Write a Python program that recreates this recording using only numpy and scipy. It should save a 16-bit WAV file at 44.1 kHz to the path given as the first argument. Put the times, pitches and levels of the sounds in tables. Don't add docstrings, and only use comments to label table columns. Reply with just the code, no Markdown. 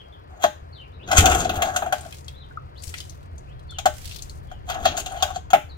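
import sys
import numpy as np
from scipy import signal
from scipy.fft import rfft, irfft, next_fast_len
from scipy.io import wavfile

SR = 44100
rng = np.random.default_rng(int(sys.argv[2]) if len(sys.argv) > 2 else 0)


def waveform_to_disk(signal):
    frames = np.transpose(np.atleast_2d(signal))
    scaled = np.clip(frames, -1, 1) * 32767
    samples = np.round(scaled).astype(np.int16)
    wavfile.write(sys.argv[1], SR, samples)


N = 254456
PAD = next_fast_len(N)
HZ = np.fft.rfftfreq(PAD, 1 / SR) + 1e-3
TIME = np.arange(N) / SR

# frequency in Hz, level in dB, time to decay by 60 dB in seconds.
HULL_MODES = [(81, 0.94, 0.11)]


def amp(db):
    return 10 ** (np.asarray(db) / 20)


def unit_rms(x):
    return x / np.sqrt(np.mean(x ** 2) + 1e-20)


def add(track, start, piece):
    i = round(start * SR)
    track[i:i + len(piece)] += piece[:N - i]


def envelope(points):
    times, levels = np.transpose(points)
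    return amp(np.interp(TIME, times, levels, -200, -200))


def swells(rows, rise_db_s, fall_db_s):
    return sum(amp(db - rise_db_s * np.maximum(start - TIME, 0)
                   - fall_db_s * np.maximum(TIME - start - hold, 0)) for start, hold, db in rows)


def drift(per_s):
    knots = rng.standard_normal(int(N / SR * per_s) + 2)
    return np.interp(np.linspace(0, len(knots) - 1, N), np.arange(len(knots)), knots)


def grains(per_s, spread_db):
    sizes = amp(spread_db * np.minimum(rng.exponential(1, N), 4)) * rng.choice([-1, 1], N)
    return unit_rms(sizes * (rng.random(N) < per_s / SR))


def band_noise(band_hz, shape):
    band = signal.butter(2, band_hz, "band", fs=SR, output="sos")
    return unit_rms(signal.sosfilt(band, rng.standard_normal(shape)))


def at_hz(points):
    hz, values = np.transpose(points)
    return np.interp(np.log(HZ), np.log(hz), values)


def colour(x, spectrum):
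    return irfft(rfft(x, PAD) * unit_rms(amp(at_hz(spectrum))), PAD)[..., :N]


def flicker(x, spread_db, per_s):
    spectrum, octave = rfft(x, PAD), np.log2(HZ / 1000)
    bands = [irfft(spectrum * np.clip(1 - abs(octave - k), 0, 1), PAD)[:N] for k in range(5)]
    return sum(band * amp(spread_db * drift(per_s)) for band in bands)


def ring(force, modes):
    out = 0
    for k, (hz, db, t60) in enumerate(modes):
        radius, angle = amp(-60 / (t60 * SR)), 2 * np.pi * hz / SR
        poles = [1, -2 * radius * np.cos(angle), radius ** 2]
        out = out + (-1) ** k * amp(db) * signal.lfilter([0, np.sin(angle)], poles, force + 1e-18)
    return out


def traffic():
    # time in seconds, level in dB.
    levels = [(0, -44.5), (2, -42.5), (5.77, -41.5)]
    # frequency in Hz, relative spectral density in dB.
    spectrum = [(15, -37.5), (40, -13), (80, 6.5), (105, -8), (140, -6), (190, -20.5), (300, -62)]
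    return envelope(levels) * amp(0.18 * drift(4.8)) * colour(rng.standard_normal(N), spectrum)


def city_hush():
    # frequency in Hz, relative spectral density in dB.
    spectrum = [(120, -34.5), (200, -10.5), (450, -7), (1000, -9.5), (2400, -25), (4700, -33),
                (16000, -109)]
    return amp(-51.5) * colour(rng.standard_normal((2, N)), spectrum)


def wind():
    # time in seconds, level in dB.
    levels = [(0, -59), (1.2, -61), (1.7, -52.5), (4.7, -39), (5.77, -48)]
    return envelope(levels) * band_noise([20, 90], (2, N))


def bird():
    # start and length in seconds, first, middle and last pitch in Hz, level in dB.
    notes = [(0, 0.016, 3220, 3110, 2770, -45.5), (0.122, 0.031, 3280, 3370, 3000, -56),
             (0.723, 0.061, 4590, 3900, 3210, -53), (0.776, 0.067, 3155, 2990, 2340, -49.5),
             (0.925, 0.034, 3500, 3980, 3920, -59), (0.994, 0.049, 2450, 3000, 3880, -51),
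             (2.341, 0.1, 3300, 4090, 3060, -53.5), (2.755, 0.039, 2900, 3920, 5130, -51),
             (3.473, 0.056, 2430, 2960, 3550, -56), (3.68, 0.038, 4310, 4330, 3860, -53),
             (3.693, 0.08, 3590, 3234, 2720, -45.5), (4.48, 0.08, 3260, 3210, 2970, -57),
             (5.164, 0.046, 3240, 3090, 2830, -46), (5.692, 0.035, 4920, 4080, 3870, -53)]
    out, waver = np.zeros(N), 1 + .03 * drift(400)
    for start, length, first_hz, middle_hz, last_hz, db in notes:
        progress = np.linspace(0, 1, round(length * SR))
        glide = np.polyfit([0, .5, 1], [first_hz, middle_hz, last_hz], 2)
        pitch = np.polyval(glide, progress) * waver[round(start * SR):][:len(progress)]
        shape = np.sin(np.pi * progress) ** 0.098
        add(out, start, amp(db) * shape * np.sin(2 * np.pi * np.cumsum(pitch) / SR))
    return out * (1 + .7 * drift(400))


def housing(knocks, turning):
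    # frequency in Hz, level in dB, time to decay by 60 dB in seconds.
    modes = [(608.2, -7, 0.15), (661.7, 0.5, 0.071), (735.3, 9, 0.045), (824, 4, 0.04), (835.4, -3, 0.16),
             (1131, -3, 0.034), (1257, -4.5, 0.04), (1580, 5, 0.012)]
    friction = grains(per_s=1500, spread_db=2.5) * amp(2 * drift(40))
    dull_scrape = signal.lfilter([1], [1, -1.6, .7], friction)
    return ring(knocks, modes) + turning * unit_rms(ring(dull_scrape, modes))


def castings(cracks, turning):
    # time of peak and hold in seconds, level in dB.
    skids = [(0.438, 0.0023, -25.5), (1.093, 0.018, -34.5), (1.177, 0.0093, -13), (1.275, 0.07, -34),
             (1.376, 0.035, -26.5), (1.556, 0.007, -39.5), (4.69, 0.061, -39.5), (4.848, 0.025, -40),
             (4.972, 0.02, -38), (5.36, 0.0027, -43.5)]
    # frequency in Hz, relative spectral density in dB.
    rasp_spectrum = [(600, -28), (1100, -1.5), (2200, -5.5), (3300, -3.5), (5200, -18.5), (6700, -5),
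                     (9000, -21), (13000, -19), (16000, -21.5)]
    # frequency in Hz, relative level in dB.
    modes = [(1570, 1.5), (2850, -3.5), (3310, -5), (3840, -7.5), (4120, -4.5), (5520, -7), (6150, -7.5),
             (6750, -3.5)]
    sliding = amp(-15) * turning + swells(skids, rise_db_s=905.5, fall_db_s=679.5)
    force = cracks + sliding * grains(per_s=2500, spread_db=4.4) * amp(3.5 * drift(90))
    out = flicker(colour(force, rasp_spectrum), spread_db=5.4, per_s=18)
    for hz, db in modes:
        coupling = amp(db - 34.5 + 7.5 * drift(16))
        out = out + ring(force * coupling, [(hz, 0, 56 / hz)])
    return out


def blows():
    # start in seconds, housing level in dB, castings level in dB.
    impacts = [(0.439, -15.5, -18), (1.114, -42, -14), (1.256, -50, -7.5), (1.314, -30, -18.5),
               (1.347, -44, -17), (1.449, -24.5, -58), (1.493, -44.5, -22.5), (1.62, -32.5, -15.5),
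               (1.761, -41, -16.5), (1.822, -25.5, -33.5), (1.861, -31.5, -36.5), (1.924, -37, -16),
               (2.053, -40, -79), (3.785, -52.5, -29), (3.856, -19.5, -18), (4.514, -49, -47),
               (4.699, -45, -22.5), (4.854, -22.5, -16), (4.975, -49, -23), (5.06, -53, -28),
               (5.224, -36.5, -13.5), (5.303, -40.5, -35), (5.358, -33, -43), (5.503, -54, -29.5),
               (5.532, -16.5, -15.5), (5.546, -21.5, -25)]
    knocks, cracks, snaps, thud_gain = np.zeros((4, N))
    t = np.arange(3000) / SR
    for start, housing_db, castings_db in impacts:
        chatter = rng.standard_normal((2, len(t))) * np.exp(-t / 0.0074)
        flex_hz = 680 * rng.uniform(.88, 1.12)
        flex = 0.038 * np.cos(2 * np.pi * flex_hz * t) * np.exp(-t / 0.0033) * np.minimum(t / 0.0026, 1)
        sharp = 0.16 * chatter[0] + (t == 0)
        hardness = amp(-0.5 + 0.45 * (castings_db - housing_db))
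        snap = 0.24 * np.diff(chatter[0], prepend=0) * np.exp(-t / 0.0087)
        add(knocks, start, amp(housing_db) * (flex + hardness * sharp))
        add(cracks, start, amp(castings_db) * chatter[1] * np.minimum(t / 0.0014, 1))
        add(snaps, start, amp(castings_db) * snap * np.minimum(t / 0.0015, 1))
        add(thud_gain, start, amp(housing_db - 15.5) * np.exp(-t / 0.028))
    return knocks, cracks, snaps, thud_gain


def motor():
    # time in seconds, scrape level in dB.
    turns = [
        [(0.3, -54.5), (0.39, -49), (0.44, -32)],
        [(1.075, -43.5), (1.13, -15), (1.2, -28), (1.27, -19), (1.36, -24), (1.46, -36), (1.67, -26.5),
         (1.9, -41), (2.1, -50)],
        [(4.67, -54), (4.7, -27.5), (4.8, -36.5), (4.92, -34.5), (5.03, -50), (5.12, -35.5), (5.28, -34.5),
         (5.4, -55)],
    ]
    # time of greatest speed in seconds, level in dB.
    pulls = [(1.202, -26), (4.817, -43)]
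    knocks, cracks, snaps, thud_gain = blows()
    turning = sum(envelope(turn) for turn in turns)
    body = housing(knocks, turning) + castings(cracks, turning) + snaps
    chuff = band_noise([140, 480], N)
    shake = amp(2) * unit_rms(ring(rng.standard_normal(N), HULL_MODES))
    pumping = swells([(peak, 0.075, db) for peak, db in pulls], rise_db_s=142.5, fall_db_s=40.5)
    return body + thud_gain * chuff + pumping * (chuff + shake)


def hull_thumps():
    # start in seconds, level in dB.
    kicks = [(0.623, -29.5), (1.183, 0.5), (1.23, -11.5), (1.451, -25), (1.572, -20), (2.872, -24),
             (4.852, -31)]
    push = np.zeros(N)
    for start, db in kicks:
        add(push, start, amp(db) * np.hanning(200) / 100)
    return ring(push, HULL_MODES)


def drone():
    # time of peak and hold in seconds, level in dB.
    levels = [(1.4, 2.5, -51.5)]
    tone = ring(rng.standard_normal(N), [(133, 0, .5)])
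    return swells(levels, rise_db_s=16, fall_db_s=16) * unit_rms(tone)


def jacket():
    # time of peak and hold in seconds, level in dB.
    rubs = [(1.95, 0.16, -54.5), (2.84, 0.15, -48.5), (3.95, 0.19, -49), (4.2, 0.047, -65)]
    # frequency in Hz, relative spectral density in dB.
    spectrum = [(900, -28.5), (2000, -15.5), (4000, -11.5), (9000, -16), (16000, -20)]
    creases = signal.lfilter([1], [1, -.99], grains(per_s=60, spread_db=2.5) ** 2) ** .5
    rubbing = amp(-80) + swells(rubs, rise_db_s=611.5, fall_db_s=103)
    clumps = amp(drift(27)) * (1 + 0.081 * creases) * rubbing
    sides = (colour(grains(per_s=9000, spread_db=1.7) * clumps, spectrum) for _ in range(2))
    return np.array([flicker(side, spread_db=4.5, per_s=20) for side in sides])


def ticks():
    # start in seconds, level in dB, pitch in Hz.
    taps = [(2.009, -32, 8500), (2.1244, -26.5, 2540), (2.245, -40, 6500), (2.2814, -27, 3070),
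            (2.8225, -36, 8600), (2.8785, -30.5, 5330), (2.9404, -18, 2200), (3.003, -24.5, 3660),
            (3.0953, -32.5, 6050), (3.381, -38, 6560), (3.594, -44.5, 3740), (3.708, -39, 6850),
            (3.859, -10.5, 1360), (4.112, -26, 2800), (4.191, -33, 3730), (4.2219, -24.5, 5900),
            (4.296, -30, 4880), (4.946, -48, 8000), (5.014, -33, 3000), (5.121, -34, 8900)]
    out, t = np.zeros(N), np.arange(1500) / SR
    for start, db, hz in taps:
        burst = rng.standard_normal(len(t)) * np.exp(-t / 0.0031)
        bright = np.diff(burst, prepend=0)
        tone = ring(bright, [(hz, 0, 9 / hz)])
        snap = 0.15 * max(hz / 9000 - .15, 0) * bright
        add(out, start, amp(db) * (tone / np.max(np.abs(tone)) + snap))
    return out


def squeaks():
    # start in seconds, initial pitch in Hz, level in dB.
    chirps = [(2.5092, 1590, -31.5), (2.5723, 1330, -15.5), (3.721, 1470, -34.5)]
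    out, t = np.zeros(N), np.arange(2500) / SR
    shape = np.minimum(t / 0.003, 1) * np.exp(-t / 0.0039)
    for start, hz, db in chirps:
        pitch = hz * (1 - 11 * t)
        add(out, start, amp(db) * shape * np.sin(2 * np.pi * np.cumsum(pitch) / SR))
    return out


def yard(x, t60, wet_db):
    t = np.arange(round(t60 * SR)) / SR
    tail = rng.standard_normal((2, len(t))) * amp(-60 * t / t60) * np.minimum(t / 0.00025, 1)
    tail /= np.sqrt(np.sum(tail ** 2, axis=1, keepdims=True))
    return amp(wet_db) * signal.fftconvolve(x[None], tail, axes=1)[:, :N]


def stereo(x, lag_radians):
    return np.array([x, irfft(rfft(x, PAD) * np.exp(-1j * lag_radians), PAD)[:N]])


def scene():
    # frequency in Hz, lag of the right side in radians.
    street_lag = [(80, 0.41), (260, 0.86), (780, 3.09), (1550, 4.64), (2700, 6.9), (16000, 21)]
    motor_lag_s = 0.00022
    near = motor() + ticks() + squeaks()
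    song, rumble, gusts, hush = bird(), traffic(), wind(), city_hush()
    treble = signal.sosfilt(signal.butter(2, 1500, "high", fs=SR, output="sos"), near)
    boat = stereo(near + hull_thumps(), 2 * np.pi * HZ * motor_lag_s + 0.061)
    echoes = yard(treble + 0.24 * near, t60=0.3, wet_db=-9) + yard(treble, t60=0.064, wet_db=-0.5)
    street = stereo(rumble + drone() + hush[0], at_hz(street_lag))
    street += 0.74 * hush[1] * [[1], [-1]]
    far_bird = 0.7 * song + yard(song, t60=.28, wet_db=1.5)
    return boat + echoes + street + far_bird + jacket() + gusts


def record(dry):
    # frequency in Hz, level of left over right in dB.
    balance = [(60, 2), (290, 0.5), (640, 6.5), (1410, 1), (3100, 3), (6820, 8), (15000, 0.5)]
    tilt = amp(at_hz(balance) / 2)
    tilted = irfft(rfft(dry, PAD) * [tilt, 1 / tilt], PAD)[:, :N]
    rounded = .9 * np.tanh(tilted / .9)
    return signal.sosfilt(signal.ellip(10, .5, 60, 15800, fs=SR, output="sos"), rounded)


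dry = scene()
out = record(dry)
waveform_to_disk(out)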